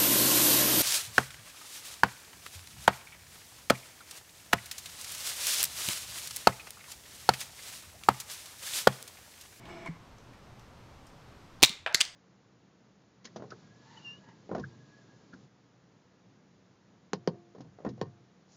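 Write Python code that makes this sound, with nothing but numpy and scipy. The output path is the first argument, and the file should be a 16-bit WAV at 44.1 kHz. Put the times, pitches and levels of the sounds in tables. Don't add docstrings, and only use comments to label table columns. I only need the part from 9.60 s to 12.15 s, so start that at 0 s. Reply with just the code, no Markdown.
import sys
import numpy as np
from scipy import signal
from scipy.fft import rfft, irfft, next_fast_len
from scipy.io import wavfile
from scipy.ndimage import uniform_filter1d, map_coordinates

SR = 44100
rng = np.random.default_rng(int(sys.argv[2]) if len(sys.argv) > 2 else 0)


def ratio(d):
    e = np.asarray(d, float) / 20
    return 10 ** e


def put_to_file(sound):
    columns = np.atleast_2d(sound).T
    safe = np.clip(columns, -1, 1)
    whole_steps = np.round(safe * 32767)
    wavfile.write(sys.argv[1], SR, whole_steps.astype(np.int16))


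N = 112454
QUIET_TOP_HZ = 15800
STEEL_FOCUS_DB, DESK_FOCUS_DB, CREAK_FOCUS_DB = 14, 11, 17
STEEL_SOFT_HZ, SHUT_SOFT_HZ, DESK_SOFT_HZ, CREAK_SOFT_HZ = 30000, 22300, 5560, 9000

# (time [s], peak level [dB], loudest frequency [Hz], scrape T60 [s])
DESK_TAPS = [(.2500, -43, 2250, 0.043), (.2598, -37, 1050, 0.018), (.2625, -36.5, 2250, .015),
             (.272, -37.5, 1800, .015), (.2752, -32.5, 2230, 0.013), (2.2623, -18.5, 1580, 0.0038),
             (2.2640, -19, 2910, 0.0034), (2.2660, -26.5, 1400, 0.0046), (2.2664, -28, 2800, .004),
             (2.2700, -28.5, 800, 0.01), (2.2732, -28.5, 790, 0.0078), (2.2752, -25, 2680, 0.0033),
             (2.2736, -38, 7300, .004), (2.2795, -28.5, 1300, 0.0065), (2.291, -35, 910, 0.0052)]
KNOCK_COUNT = 5


def along(points, hz):
    f, v = np.transpose(points)
    return np.interp(np.log(hz + 1), np.log(f + 1), v)


def unit(x):
    return x / np.sqrt(np.mean(x ** 2) + 1e-20)


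def filtered(x, response):
    m = next_fast_len(len(x) + 8192)
    f = np.fft.rfftfreq(m, 1 / SR)
    return irfft(rfft(x, m) * response(f), m)[:len(x)]


def body(peaks, f):
    total = 0
    for k, (center_hz, width_hz, db) in enumerate(peaks):
        damping = 1j * f * width_hz
        total = total + (-1) ** k * ratio(db) * damping / (center_hz ** 2 - f * f + damping)
    return total


def damped_sines(rows, attack_s):
    out = np.zeros(N + SR)
    t = np.arange(SR // 2) / SR
    for s, db, hz, t60 in rows:
        mode = ratio(db - 60 * t / t60) * np.sin(2 * np.pi * hz * t)
        out[round(s * SR):][:len(t)] += mode * (1 - np.exp(-t / attack_s))
    return out[:N]


def room(x, wet_db):
    # (frequency [Hz], T60 [s])
    decay = [(200, 0.83), (1000, 0.49), (3500, 0.36), (8000, 0.31), (12000, 0.25), (15000, 0.19)]
    # (frequency [Hz], level [dB])
    walls = [(300, -2), (1300, -0.5), (2000, -1), (2600, -4.5), (3600, -0.5), (6000, 0), (12500, -3.5),
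             (15000, 2.5)]
    hz, t, z = signal.stft(rng.standard_normal(SR // 2), SR, nperseg=256)
    fade = ratio(-60 * t / along(decay, hz)[:, None])
    color = ratio(along(walls, hz)) * (hz < QUIET_TOP_HZ)
    tail = signal.istft(z * fade * color[:, None], SR, nperseg=256)[1]
    buildup_s = 0.0014
    tail = tail * (1 - np.exp(-np.arange(len(tail)) / SR / buildup_s))
    wet = signal.fftconvolve(x, tail / np.linalg.norm(tail))[:len(x)]
    return x + ratio(wet_db) * wet


def contacts(rows, peaks, soft_hz, focus_db, wet_db):
    strike, rise_s, focus_width = 4, .0002, .22
    out = np.zeros(N + SR)
    t = np.arange(2000) / SR
    for s, db, hz, t60 in rows:
        scrape = rng.standard_normal(len(t)) * (1 - np.exp(-t / rise_s))
        drive = (scrape + strike * (t == 0)) * ratio(-60 * t / t60)

        def response(f):
            focus = 1 + body([(hz, focus_width * hz, focus_db)], f)
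            return body(peaks, f) * focus / (1 + 1j * f / max(soft_hz, hz)) ** 3

        hit = filtered(drive, response)
        hit = ratio(db) * hit / np.abs(hit).max()
        out[round(s * SR):][:SR // 2] += room(np.pad(hit, (0, SR // 2 - len(t))), wet_db)
    return out[:N]


def air():
    # (frequency [Hz], level [dB])
    hush_color = [(20, -6), (124, -2.5), (400, -12.5), (1110, -14.5), (1700, -20.5), (6000, -30),
                  (10000, -42), (16400, -52)]
    hush_db = -54
    hum_hz, hum_width_hz, hum_db = 119, 16, -64
    whine_hz, whine_db = 11800, -84
    z = signal.stft(rng.standard_normal(N), nperseg=512)[2]
    lumps = uniform_filter1d(uniform_filter1d(rng.standard_normal(z.shape), 4, 0), 8, 1)
    hush = signal.istft(z * ratio(0.37 * unit(lumps)), nperseg=512)[1][:N]
    hush = unit(filtered(hush, lambda f: ratio(along(hush_color, f))))
    hum = unit(filtered(rng.standard_normal(N), lambda f: body([(hum_hz, hum_width_hz, 0)], f) ** 2))
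    drift_hz = 6 * map_coordinates(rng.standard_normal(60), [np.arange(N) * 20 / SR])
    whine = np.sin(2 * np.pi * np.cumsum(whine_hz + drift_hz) / SR)
    return ratio(hush_db) * hush + ratio(hum_db) * hum + ratio(whine_db) * whine


def grit():
    wander_db = 1.3 * map_coordinates(rng.standard_normal(400), [np.arange(N) / SR * 60])
    return ratio(wander_db) * rng.standard_normal(N)


def slide():
    # (time [s], rubbing level [dB])
    rubbing = [
        (0.0, -58),
        (0.006, -58.5),
        (0.092, -46),
        (0.246, -49.5),
        (0.277, -42.5),
        (0.302, -70),
        (0.36, -72),
    ]
    # (frequency [Hz], width [Hz], level [dB])
    resonances = np.array([(177.7, 15.6, 0), (354, 23.6, 0.5), (666, 24, 0), (851, 24, -5), (1000, 87, -14),
                           (1484, 90, -16), (1720, 170, -15), (2250, 73, -8), (2900, 96, -21.5),
                           (4200, 130, -29), (3400, 200, -28.5), (5250, 89, -23), (6050, 110, -31),
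                           (7730, 300, -32), (14000, 100, -55), (14200, 100, -40)])
    brighten_db_per_s = 17
    s, db = np.transpose(rubbing)
    t = np.arange(N) / SR
    is_tool = resonances[:, 0] > 1700
    desk = filtered(grit(), lambda f: body(resonances[~is_tool], f) + ratio(-22.0) / (1 + 1j * f / 4000) ** 3)
    tool = filtered(grit(), lambda f: body(resonances[is_tool], f))
    rub = desk + tool * ratio(brighten_db_per_s * np.clip(t - .17, -1, .1))
    return rub / desk.std() * ratio(np.interp(t, s, db, right=-120))


def creaks():
    # (time [s], peak level [dB], loudest frequency [Hz], scrape T60 [s])
    slips = [(.054, -45, 3050, .03), (.085, -54, 9000, .02), (.2595, -43, 8500, .012),
             (.584, -52, 6000, .015), (.735, -49, 2000, .012), (.9957, -45, 6300, .004),
             (.997, -46, 1200, .004), (1.4681, -46, 8500, .006), (1.470, -52, 5500, .04),
             (2.002, -50, 4000, .006), (2.011, -47, 3600, .012)]
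    # (frequency [Hz], width [Hz], level [dB])
    handles = [(2000, 1900, -9), (6400, 5600, -9), (14000, 2700, -3)]
    return contacts(slips, handles, CREAK_SOFT_HZ, CREAK_FOCUS_DB, -3.0)


def knock():
    # (frequency [Hz], width [Hz], level [dB])
    tool_on_desk = [(350, 200, 0), (1050, 160, 5.5), (1800, 350, 3), (2250, 230, 5.5), (4000, 2000, -6),
                    (7500, 2500, -5)]
    return contacts(DESK_TAPS[:KNOCK_COUNT], tool_on_desk, DESK_SOFT_HZ, DESK_FOCUS_DB, -10)


def thuds():
    # (time [s], peak level [dB], frequency [Hz], T60 [s])
    pushes = [(.2855, -27.5, 253, 0.025), (.291, -30, 164.6, 0.18), (2.0225, -11.5, 380, 0.0049),
              (2.0295, -5, 361, 0.015), (2.0298, -14, 775, 0.028), (2.035, -23.5, 240, 0.035),
              (2.030, -27, 123, 0.082), (2.035, -19, 554, 0.02), (2.099, -33, 200, 0.033),
              (2.2, -54.5, 90, 0.42), (2.347, -20.5, 380, 0.011), (2.346, -36, 148, 0.042),
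              (2.411, -24.5, 300, 0.0092)]
    return room(damped_sines(pushes, 0.0013), -29.5)


def snap():
    # (time [s], peak level [dB], loudest frequency [Hz], scrape T60 [s])
    blows = [(2.0222, -19.5, 3570, .008), (2.0222, -27.5, 15200, 0.01), (2.0224, -24.5, 1500, 0.0056),
             (2.0243, -18.5, 4200, 0.0063), (2.0291, -1.5, 6400, 0.0017), (2.0294, -3.5, 3500, .002),
             (2.0290, -8, 15300, 0.0027), (2.0291, -12.5, 10800, 0.0029), (2.0345, 1.5, 2550, 0.0024),
             (2.0347, -1.5, 3400, 0.004), (2.0344, -3, 6500, 0.0032), (2.0344, -12, 13500, 0.0028),
             (2.0362, -5, 3700, 0.01), (2.0364, -14.5, 7500, .01), (2.0388, -10, 3700, 0.0068),
             (2.0417, -6, 3800, .01), (2.0417, -14, 8500, .005), (2.0474, -7, 5900, .008),
             (2.0474, -21, 9300, .006), (2.0478, -13.5, 2500, 0.0073), (2.0500, -14, 3800, 0.0088),
             (2.0565, -28, 7000, .01), (2.0590, -20.5, 6160, .015), (2.0592, -31, 8500, .01),
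             (2.0940, -29.5, 9000, 0.0037), (2.0942, -23, 3700, .006)]
    # (frequency [Hz], width [Hz], level [dB])
    jaws = [(1010, 540, -9.5), (1590, 410, -8), (2550, 1000, -6), (3680, 360, -2), (4390, 660, -4),
            (6210, 960, -8), (7000, 920, -6.5), (8500, 2000, -10), (10660, 1900, -12), (13500, 1800, -16.5),
            (15300, 900, -14)]
    return contacts(blows, jaws, STEEL_SOFT_HZ, STEEL_FOCUS_DB, -18.5)


def steel_ring():
    # (frequency [Hz], level [dB], T60 [s])
    modes = [(2120, -42, 0.39), (2370, -35.5, 0.24), (3430, -46, 0.32), (3560, -40.5, .35),
             (3700, -48, 0.42), (3770, -40, 0.31), (5421, -40, 0.067)]
    start_s = 2.036
    return damped_sines([(start_s, db, hz, t60) for hz, db, t60 in modes], .004)


def jacket_drop():
    # (frequency [Hz], width [Hz], level [dB])
    desk = [(680, 264, 7), (1050, 260, 4), (1514, 610, 4), (2500, 500, 5), (3290, 1100, 1.5),
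            (5200, 1500, -28), (7300, 800, -20)]
    return contacts(DESK_TAPS[KNOCK_COUNT:], desk, DESK_SOFT_HZ, DESK_FOCUS_DB, -7.5)


def shut():
    # (time [s], peak level [dB], loudest frequency [Hz], scrape T60 [s])
    clicks = [(2.3270, -41, 5400, .003), (2.3400, -39, 4800, 0.047), (2.3452, -11, 6000, .005),
              (2.3460, -8, 2100, 0.0054), (2.3463, -4, 4300, 0.0037), (2.3466, -11, 7400, 0.0034),
              (2.3464, -16.5, 11000, .003), (2.3486, -11.5, 3900, 0.0047), (2.3487, -15.5, 6220, 0.007),
              (2.3485, -19, 1900, 0.0065), (2.3513, -24, 4500, .003), (2.3544, -12.5, 4500, 0.0025),
              (2.3550, -27, 1500, .015)]
    # (frequency [Hz], width [Hz], level [dB])
    closed_jaws = [(1400, 770, -8.5), (2090, 670, -4), (4300, 840, -3), (5000, 840, -3.5),
                   (6500, 1500, -5.5), (7800, 1600, -7), (11000, 1800, -13), (14200, 1800, -18)]
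    return contacts(clicks, closed_jaws, SHUT_SOFT_HZ, STEEL_FOCUS_DB, -16)


def latch():
    # (time [s], peak level [dB], loudest frequency [Hz], scrape T60 [s])
    catches = [(2.4023, -30, 6000, .012), (2.4033, -26, 2000, 0.0069), (2.4050, -28, 3000, .006),
               (2.4061, -14, 4570, 0.0033), (2.4073, -8, 2900, 0.0033), (2.4072, -19.5, 8100, 0.0047),
               (2.4099, -13.5, 4500, 0.0058), (2.4106, -11, 7800, 0.0072), (2.4108, -20, 2500, 0.007),
               (2.4119, -6, 3550, .006), (2.4122, -13, 6500, .005), (2.4137, -14, 3100, .006),
               (2.4171, -15.5, 3030, 0.0055), (2.4172, -22, 8500, 0.0032), (2.4182, -18.5, 4000, 0.01),
               (2.4222, -31, 2200, .006), (2.4520, -26, 5000, .004)]
    # (frequency [Hz], width [Hz], level [dB])
    latched_jaws = [(1300, 700, -10.5), (2100, 450, -1.5), (3100, 1000, -3), (3700, 780, -3),
                    (4700, 1200, -4.5), (6500, 1500, -6.5), (8270, 1250, -7), (11000, 2000, -16.5),
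                    (14400, 2500, -18)]
    return contacts(catches, latched_jaws, SHUT_SOFT_HZ, STEEL_FOCUS_DB, -16)


def duck():
    start_s, fall_s, depth_db, recover_db_per_s = 2.032, 0.0034, -12, 3
    t = np.arange(N) / SR - start_s
    return ratio(np.clip(t / fall_s, 0, 1) * np.minimum(depth_db + recover_db_per_s * t, 0))


def scene():
    near = snap() + steel_ring() + thuds() + shut() + latch() + knock() + jacket_drop()
    quiet = slide() + air() + creaks()
    return (near / duck() + filtered(quiet, lambda f: f < QUIET_TOP_HZ))[None]


def low_pass(x):
    return signal.sosfilt(signal.butter(12, 16570, fs=SR, output="sos"), x)


def record(dry):
    overload, mic_hz = 1.04, 16300
    x = dry[0] * duck()
    x = x / (1 + np.abs(x / overload) ** 8) ** (1 / 8)
    x = filtered(x, lambda f: 1 / np.sqrt(1 + (f / mic_hz) ** 40))
    return low_pass(np.clip(x, -1, 1)[None])


dry = scene()
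out = record(dry)
put_to_file(out)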